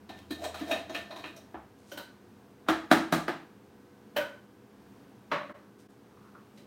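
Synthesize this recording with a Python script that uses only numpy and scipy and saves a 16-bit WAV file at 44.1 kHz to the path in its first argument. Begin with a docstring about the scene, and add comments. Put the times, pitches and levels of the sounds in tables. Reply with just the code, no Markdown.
"""First a steel spoon scrapes and knocks inside a tin can held over a big plastic tub, then raps the tub's rim.
Cans are put down and nudged on the counter, with thumps, rustles and slides. An appliance hums behind,
a low rumble fades away, and twice the whole level dips for a moment. Knocks are noisy forces ringing
resonances; scrapes are random slips through the can; a small hard kitchen answers both."""
import sys
import numpy as np
from scipy import signal
from scipy.fft import rfft, irfft, next_fast_len
from scipy.io import wavfile
from scipy.ndimage import map_coordinates

SR = 44100
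rng = np.random.default_rng(int(sys.argv[2]) if len(sys.argv) > 2 else 0)


def to_wav(s):
    """Save 16-bit WAV."""
    ch = np.atleast_2d(s).T  # columns
    pcm = np.round(np.clip(ch, -1, 1) * 32767)  # PCM
    wavfile.write(sys.argv[1], SR, pcm.astype(np.int16))


N = 293706

# Room tone spectrum: f/Hz, density/dB per Hz (relative)
ROOM_TONE = [(15, -76), (25, -39.5), (111, -9.5), (170, -15.5), (206, -3), (242, -14), (277, -6),
             (326, -14.5), (489, -16), (591, -23.5), (677, -20), (754, -21.5), (911, -21.5), (2220, -32.5),
             (16000, -47.5)]
# Appliance hum lines: f/Hz, level/dB
HUM_LINES = [(118.4, -75), (204.6, -64.5), (269.2, -81), (355.3, -68), (409.1, -68), (484.5, -69),
             (1523, -77), (1642, -79.5)]
# Low rumble: peak t/s, level/dB, build-up/s
RUMBLE_SWELL = (0.44, -52, 0.8)
# Counter shaking: t/s, f/Hz, level/dB before its build-up
COUNTER_THUMPS = [(1.55, 71.3, -50), (1.92, 76, -68), (2.69, 70, -47.5), (2.921, 70, -47),
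                  (3.13, 68.6, -47), (4.17, 70.4, -58), (5.322, 161, -44)]
# Crisp rustles: peak t/s, level/dB, build-up/s
RUSTLE_SWELLS = [(1.79, -71, .03), (1.91, -60, 0.081), (5.8, -65.5, .03), (5.91, -77, .03),
                 (6.584, -67.5, 0.08)]
# Soft slides on the counter: peak t/s, level/dB, build-up/s
SLIDE_SWELLS = [(5.65, -68, 0.11), (6.256, -59, 0.21), (6.352, -55, 0.013)]

# Contacts, four tables: t/s, wall energy/dB, boom/dB, hollow/dB, click/dB (all three re wall),
# favoured f/Hz (the spot struck favours resonances near it)
CAN_NUDGES = [(5.3162, -0.4, -9.5, 4.8, -28.5, 1180), (5.4937, -20, 2, 2.5, -43, 1040),
              (5.5509, -36, -1, 1.1, -27, 1114), (6.3495, -38, 2, 5.8, -48, 1090),
              (6.5747, -39, 16.5, 2.5, -1, 2190)]
CAN_CLANKS = [(1.917, -21.5, 1, 6, -2, 5940), (1.9751, -13, -8, -0.5, -8, 4200),
              (4.1643, 1.5, -11, 5.5, -15.5, 550)]
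TUB_RAPS = [(1.5444, -21.5, 8, 8, -46, 650), (2.665, -35, 8, 4.1, -47, 734),
            (2.6867, 2.5, 3, 0.51, -15.5, 740), (2.9145, 7, 6.5, 1.7, -12, 3560),
            (3.1258, -0.66, 9, 2.6, -6.5, 655), (3.2815, -5.5, 6, 1.1, -17.5, 766)]
SPOON_KNOCKS = [(0.0925, -20.5, 1.5, 3, -11.5, 804), (0.3072, -16, 11.5, -7, -2.5, 4140),
                (0.441, -16.5, -15, 9, 0.5, 7900), (0.5437, -16, -9, 2.5, -8, 1290),
                (0.6085, -19, 14.5, 2, -13, 1740), (0.7128, -4, -2, -17, -18.5, 2790),
                (0.8954, -20, 7.5, 7, -7.5, 6400), (0.9478, -7.5, -10, -6, -19, 2840),
                (1.1084, -18.5, -25, 1, -16, 4230), (1.1619, -20.5, 1.5, 2.5, -9.5, 1070),
                (1.2396, -13, -1.5, -5, -24, 2800), (1.3644, -34.5, 0, -4, 10.5, 5800)]
# Scraping strokes: t/s of full pressure, wall/dB, hollow/dB, build-up/s, favoured f/Hz
SCRAPE_STROKES = [(0.19, -57, -59, 0.088, 3040), (0.312, -54, -75, 0.023, 4200),
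                  (0.442, -45.5, -35.5, 0.068, 7140), (0.6, -47.5, -59, 0.085, 3500),
                  (0.72, -38.5, -29, 0.06, 1780), (0.952, -41, -37, 0.028, 2720),
                  (1.11, -62, -43.5, .02, 4200), (1.2, -53.5, -54, 0.086, 3970),
                  (1.26, -55, -54, .02, 2930), (1.37, -61.5, -50, 0.032, 5960)]

# Ranges of boom, hollow, wall, clink, click: low f/Hz, high f/Hz
PART_RANGES = [(150, 450), (450, 1300), (1300, 2300), (2300, 5000), (5000, 15000)]
# Resonances, four tables: f/Hz, width/Hz, level/dB before scatter and balance
# Another can
SECOND_CAN_MODES = [(301, 28, -8), (586.5, 27, 5.5), (943, 25, -5.5), (1103, 58, -4), (1270, 150, -14),
                    (1873, 60, -35), (1990, 18, -20), (2320, 55, -27), (3000, 37, -22), (3980, 50, -13)]
# The emptied can
EMPTY_CAN_MODES = [(303, 24, -9), (582.6, 26.5, -0.5), (940, 13, -7), (1502, 51, -4), (1870, 27, -15),
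                   (2547, 18, -14.5), (3065, 100, -11.5), (3970, 120, -20), (4740, 52, -40),
                   (5810, 75, -39), (8500, 620, -30), (13400, 3000, -27)]
# Plastic tub
TUB_MODES = [(161.7, 6.7, -16.5), (233.5, 41, -13), (323, 20.4, 0), (653, 93, -10.5), (769, 230, -4),
             (960, 110, -13), (1202, 100, -6.5), (1300, 110, -12), (1645, 300, -10), (3320, 192, -23.5),
             (3940, 240, -21)]
# Can still coated with cream, leaning on the tub
CREAM_CAN_MODES = [(312, 37, 6.5), (670, 67, 8), (992, 60, -6), (1226, 26, -8), (1797, 15, -2.5),
                   (2100, 31, -46), (2487, 26, -7), (2640, 72, -14), (2920, 15, -31), (3215, 130, -9.5),
                   (3750, 34, -2), (4050, 190, -8.5), (5640, 37, -15), (6600, 66, -21), (7200, 41, -57)]

# Kitchen decay: f/Hz, t60/s
KITCHEN_T60 = [(150, 0.49), (400, 0.32), (1000, 0.42), (3000, .39), (8000, 0.38), (15000, 0.24)]
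# Nearest hard surfaces: delay/s, level/dB
NEAR_ECHOES = [(.011, -5.5), (.019, -10)]
# Microphone colour: f/Hz, width/Hz, gain/dB
MIC_COLOUR = [(4200, 900, -0.5), (7300, 600, -2), (10400, 350, -4), (14700, 2700, 2.5)]
# Level dips: t/s, half length/s, gain/dB
LEVEL_DIPS = [(5.535, 0.009, -13), (5.88, 0.0071, -14)]

ROOM_TONE_DB = -56.5
RUMBLE_HZ, RUMBLE_RELEASE_S = 83, 1.1
THUMP_T60_S = 0.51
RUSTLE_RELEASE_S, SLIDE_RELEASE_S, STROKE_RELEASE_S = 0.11, 0.11, 0.068
MODE_SCATTER_DB = 2  # standard deviation of each mode's level, redrawn per blow or stroke
TOP_HZ = 16050


def amp(db):
    """dB to amplitude."""
    return 10 ** (np.asarray(db) / 20)


def unit(x):
    """x at RMS 1."""
    return x / np.sqrt(np.mean(x ** 2) + 1e-20)


def along(points, hz):
    """Interpolates (Hz, value) points on a log axis."""
    f, v = np.transpose(points)
    return np.interp(np.log(hz + 1), np.log(f + 1), v)


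def wobble(rate_hz):
    """Smooth random curve, rate_hz knots a second."""
    knots = rng.standard_normal(int(N * rate_hz / SR) + 4)
    return map_coordinates(knots, [np.arange(N) * rate_hz / SR])


def causal(gain):
    """Minimum-phase response with this gain, by folding the cepstrum."""
    cepstrum = irfft(np.log(gain + 1e-6))
    half = len(cepstrum) // 2
    cepstrum[1:half] *= 2
    cepstrum[half + 1:] = 0
    return np.exp(rfft(cepstrum))


def filtered(x, gain):
    """x through the causal filter with this gain."""
    m = 2 * next_fast_len(len(x) // 2 + SR // 8)
    response = causal(gain(np.fft.rfftfreq(m, 1 / SR)))
    return irfft(rfft(x, m) * response, m)[:len(x)]


def band(x, lo_hz, hi_hz):
    """Butterworth band-pass."""
    sos = signal.butter(2, [lo_hz, hi_hz], "band", fs=SR, output="sos")
    return signal.sosfilt(sos, x)


def swells(rows, release_s):
    """Summed gain of swells: 20 dB up over the build-up, 20 dB down over the release."""
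    s, db, rise_s = np.transpose(rows)[..., None]
    t = np.arange(N) / SR - s
    fall = np.maximum(-t / np.maximum(rise_s, 1e-3), t / release_s)
    return amp(db - 20 * fall).sum(0)


def grains(rate_hz, spread_db):
    """Random tiny slips of uneven size."""
    size = amp(spread_db * rng.exponential(size=N)) * rng.standard_normal(N)
    return size * (rng.random(N) < rate_hz / SR)


def room_tone():
    """Shaped noise whose level sways a little."""
    air = unit(filtered(rng.standard_normal(N), lambda hz: amp(along(ROOM_TONE, hz))))
    return amp(ROOM_TONE_DB + 0.96 * wobble(4.24)) * air


def appliance_hum():
    """Steady tones wavering in level and phase."""
    t = np.arange(N) / SR
    out = np.zeros(N)
    for hz, db in HUM_LINES:
        level = amp(db + 2.2 * wobble(3.33))
        out += level * np.sin(2 * np.pi * hz * t + 0.3 * wobble(21))
    return out


def low_rumble():
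    """One unsteady low note that swells and fades."""
    t = np.arange(N) / SR
    note = np.sin(2 * np.pi * RUMBLE_HZ * t + 0.33 * wobble(6))
    return swells([RUMBLE_SWELL], RUMBLE_RELEASE_S) * amp(0.8 * wobble(8)) * note


def counter_thumps():
    """Heavy contacts shake the counter, which swells and dies on one low note each."""
    s, hz, db = np.transpose(COUNTER_THUMPS)[..., None]
    t = np.maximum(np.arange(N) / SR - s, 0)
    level = amp(db - 60 * t / THUMP_T60_S) * (1 - np.exp(-t / 0.011))
    return (level * np.sin(2 * np.pi * hz * t)).sum(0)


def rustle():
    """Crisp swells of tiny slips in the treble."""
    crisp = unit(band(grains(3100, spread_db=-6), 2200, 9200))
    return swells(RUSTLE_SWELLS, RUSTLE_RELEASE_S) * crisp


def slide():
    """Something soft slides on the counter: slips in a narrow middle band."""
    soft = unit(band(grains(2700, spread_db=2.0), 1050, 1420))
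    return swells(SLIDE_SWELLS, SLIDE_RELEASE_S) * soft


def echoes():
    """Dense unit-energy tail that builds up in a few ms; its bands die at their own speed."""
    length = SR * 3 // 5
    hz, t, z = signal.stft(rng.standard_normal(length), SR, nperseg=256)
    decay = amp(-60 * t / along(KITCHEN_T60, hz)[:, None])
    tail = signal.istft(z * decay, SR, nperseg=256)[1][:length]
    tail = tail * (1 - np.exp(-np.arange(len(tail)) / SR / 0.0018))
    return tail / np.linalg.norm(tail)


def kitchen(x, wet_db):
    """Direct sound plus the room."""
    return x + amp(wet_db) * signal.fftconvolve(x, echoes())[:len(x)]


def body(modes, between_db, spot_hz=1000, spot_db=0, scatter_db=0):
    """Gain of resonances adding in power over a falling base, which stands for the many weak ones."""
    hz, width, db = np.transpose(modes)[..., None]
    db = db + scatter_db * rng.standard_normal(hz.shape)

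    def gain(f):
        damping = (f * width) ** 2
        peaks = amp(2 * db) * damping / ((hz ** 2 - f ** 2) ** 2 + damping)
        base = amp(2 * between_db) / (1 + (f / 2400) ** 2.43)
        spot = amp(spot_db * np.exp(-(np.log((f + 1) / spot_hz) / 0.14) ** 2))
        return spot * np.sqrt(base + peaks.sum(0))
    return gain


def balanced(gain, parts_db):
    """Tilts a gain smoothly towards the given power per part; small bodies give no deep bass."""
    def tilted(f):
        power = gain(f) ** 2 / len(f)
        tilt = []
        for (lo, hi), db in zip(PART_RANGES, parts_db):
            part_db = 10 * np.log10(power[(f >= lo) & (f < hi)].sum())
            tilt.append((np.sqrt(lo * hi), db - part_db))
        return gain(f) * amp(along(tilt, f)) / np.sqrt(1 + (140 / (f + 1)) ** 10)
    return tilted


def contacts(events, modes, contact_s, clink_db, clink_follows, between_db, spot_db, snap, wet_db):
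    """A faint noise lead-in, a chattering blow and its echoes ring the body; the part levels set the mix, the
    spot favours resonances near it within each part."""
    lead = SR // 40  # samples before the blow
    out = np.zeros(N + SR)
    t = np.arange(-lead, SR * 3 // 5) / SR
    u = np.maximum(t, 0) / max(contact_s, 1e-4)
    chatter = np.sqrt(u) * np.exp(-u)
    lead_in = amp(-26.5) * np.exp(np.minimum(t, 0) / 0.0058) * (t < 0)
    impact = snap * np.exp(-((t - contact_s) / .00012) ** 2)  # one clean, rounded hit in the chatter
    for s, db, boom_db, hollow_db, click_db, spot_hz in events:
        blow = rng.standard_normal(len(t)) * (chatter + lead_in)
        blow /= np.linalg.norm(blow)
        blow += impact
        walls = sum(amp(echo_db) * np.roll(blow, round(delay_s * SR)) for delay_s, echo_db in NEAR_ECHOES)
        force = blow + walls + amp(wet_db) * np.pad(echoes(), (lead, 0))
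        ring = body(modes, between_db, spot_hz, spot_db, MODE_SCATTER_DB)
        parts_db = (boom_db, hollow_db, 0, clink_db + clink_follows * click_db, click_db)
        sound = filtered(force / np.linalg.norm(force), balanced(ring, parts_db))
        start = round((s - .0015) * SR) - lead  # blow begins 1.5 ms ahead of the table time
        out[start:][:len(t)] += amp(db) * sound
    return out[:N]


def can_nudges():
    """Another can is nudged: hollow ring with little treble, strong room."""
    return contacts(CAN_NUDGES, SECOND_CAN_MODES, contact_s=0.00485, clink_db=9, clink_follows=0.56,
                    between_db=-16.5, spot_db=2, snap=0.077, wet_db=11)


def can_clanks():
    """Contacts ring the emptied can's resonances."""
    return contacts(CAN_CLANKS, EMPTY_CAN_MODES, contact_s=.0066, clink_db=3.7, clink_follows=0.72,
                    between_db=-19.0, spot_db=7.0, snap=0.021, wet_db=5.0)


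def tub_raps():
    """The tub's rim is rapped: short blows ring broad plastic resonances."""
    return contacts(TUB_RAPS, TUB_MODES, contact_s=0.00282, clink_db=-3.0, clink_follows=.15,
                    between_db=-35.0, spot_db=1.5, snap=0.16, wet_db=4)


def spoon_scrape():
    """The spoon's edge stutters over the ribs, ringing the wall and the air inside."""
    slips = grains(3000, spread_db=2.0)
    hollow = unit(band(filtered(slips, body(CREAM_CAN_MODES, between_db=-23)), 384, 830))
    out = np.zeros(N)
    for s, wall_db, hollow_db, rise_s, hz in SCRAPE_STROKES:
        ring = body(CREAM_CAN_MODES, between_db=-9, spot_hz=hz, spot_db=4, scatter_db=MODE_SCATTER_DB)
        wall = unit(band(filtered(slips, ring), 970, 18000))
        out += swells([(s, wall_db, rise_s)], STROKE_RELEASE_S) * wall
        out += swells([(s, hollow_db, rise_s)], STROKE_RELEASE_S) * hollow
    return kitchen(out, wet_db=-2.5)


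def spoon_knocks():
    """The spoon knocks inside the can; each blow favours the modes near its spot."""
    return contacts(SPOON_KNOCKS, CREAM_CAN_MODES, contact_s=.006, clink_db=2.0, clink_follows=0.19,
                    between_db=-18.5, spot_db=9.0, snap=0.046, wet_db=4)


def scene():
    """Sum of all layers, one channel."""
    background = room_tone() + appliance_hum() + low_rumble()
    counter = counter_thumps() + rustle() + slide() + can_nudges() + can_clanks()
    spoon = tub_raps() + spoon_scrape() + spoon_knocks()
    return (background + counter + spoon)[None]


def record(dry):
    """Two brief level dips, then microphone colour with a bass cut and a band limit."""
    t = np.arange(N) / SR
    dip_db = sum(db * np.exp(-((t - s) / half_s) ** 2) for s, half_s, db in LEVEL_DIPS)

    def microphone(hz):
        colour_db = sum(db * np.exp(-((hz - c) / w) ** 2) for c, w, db in MIC_COLOUR)
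        bass_cut = 1 / np.sqrt(1 + (45 / (hz + 1)) ** 4)
        return amp(colour_db) * bass_cut * (hz < TOP_HZ)
    return filtered(dry[0] * amp(dip_db), microphone)[None]


dry = scene()
out = record(dry)
to_wav(out)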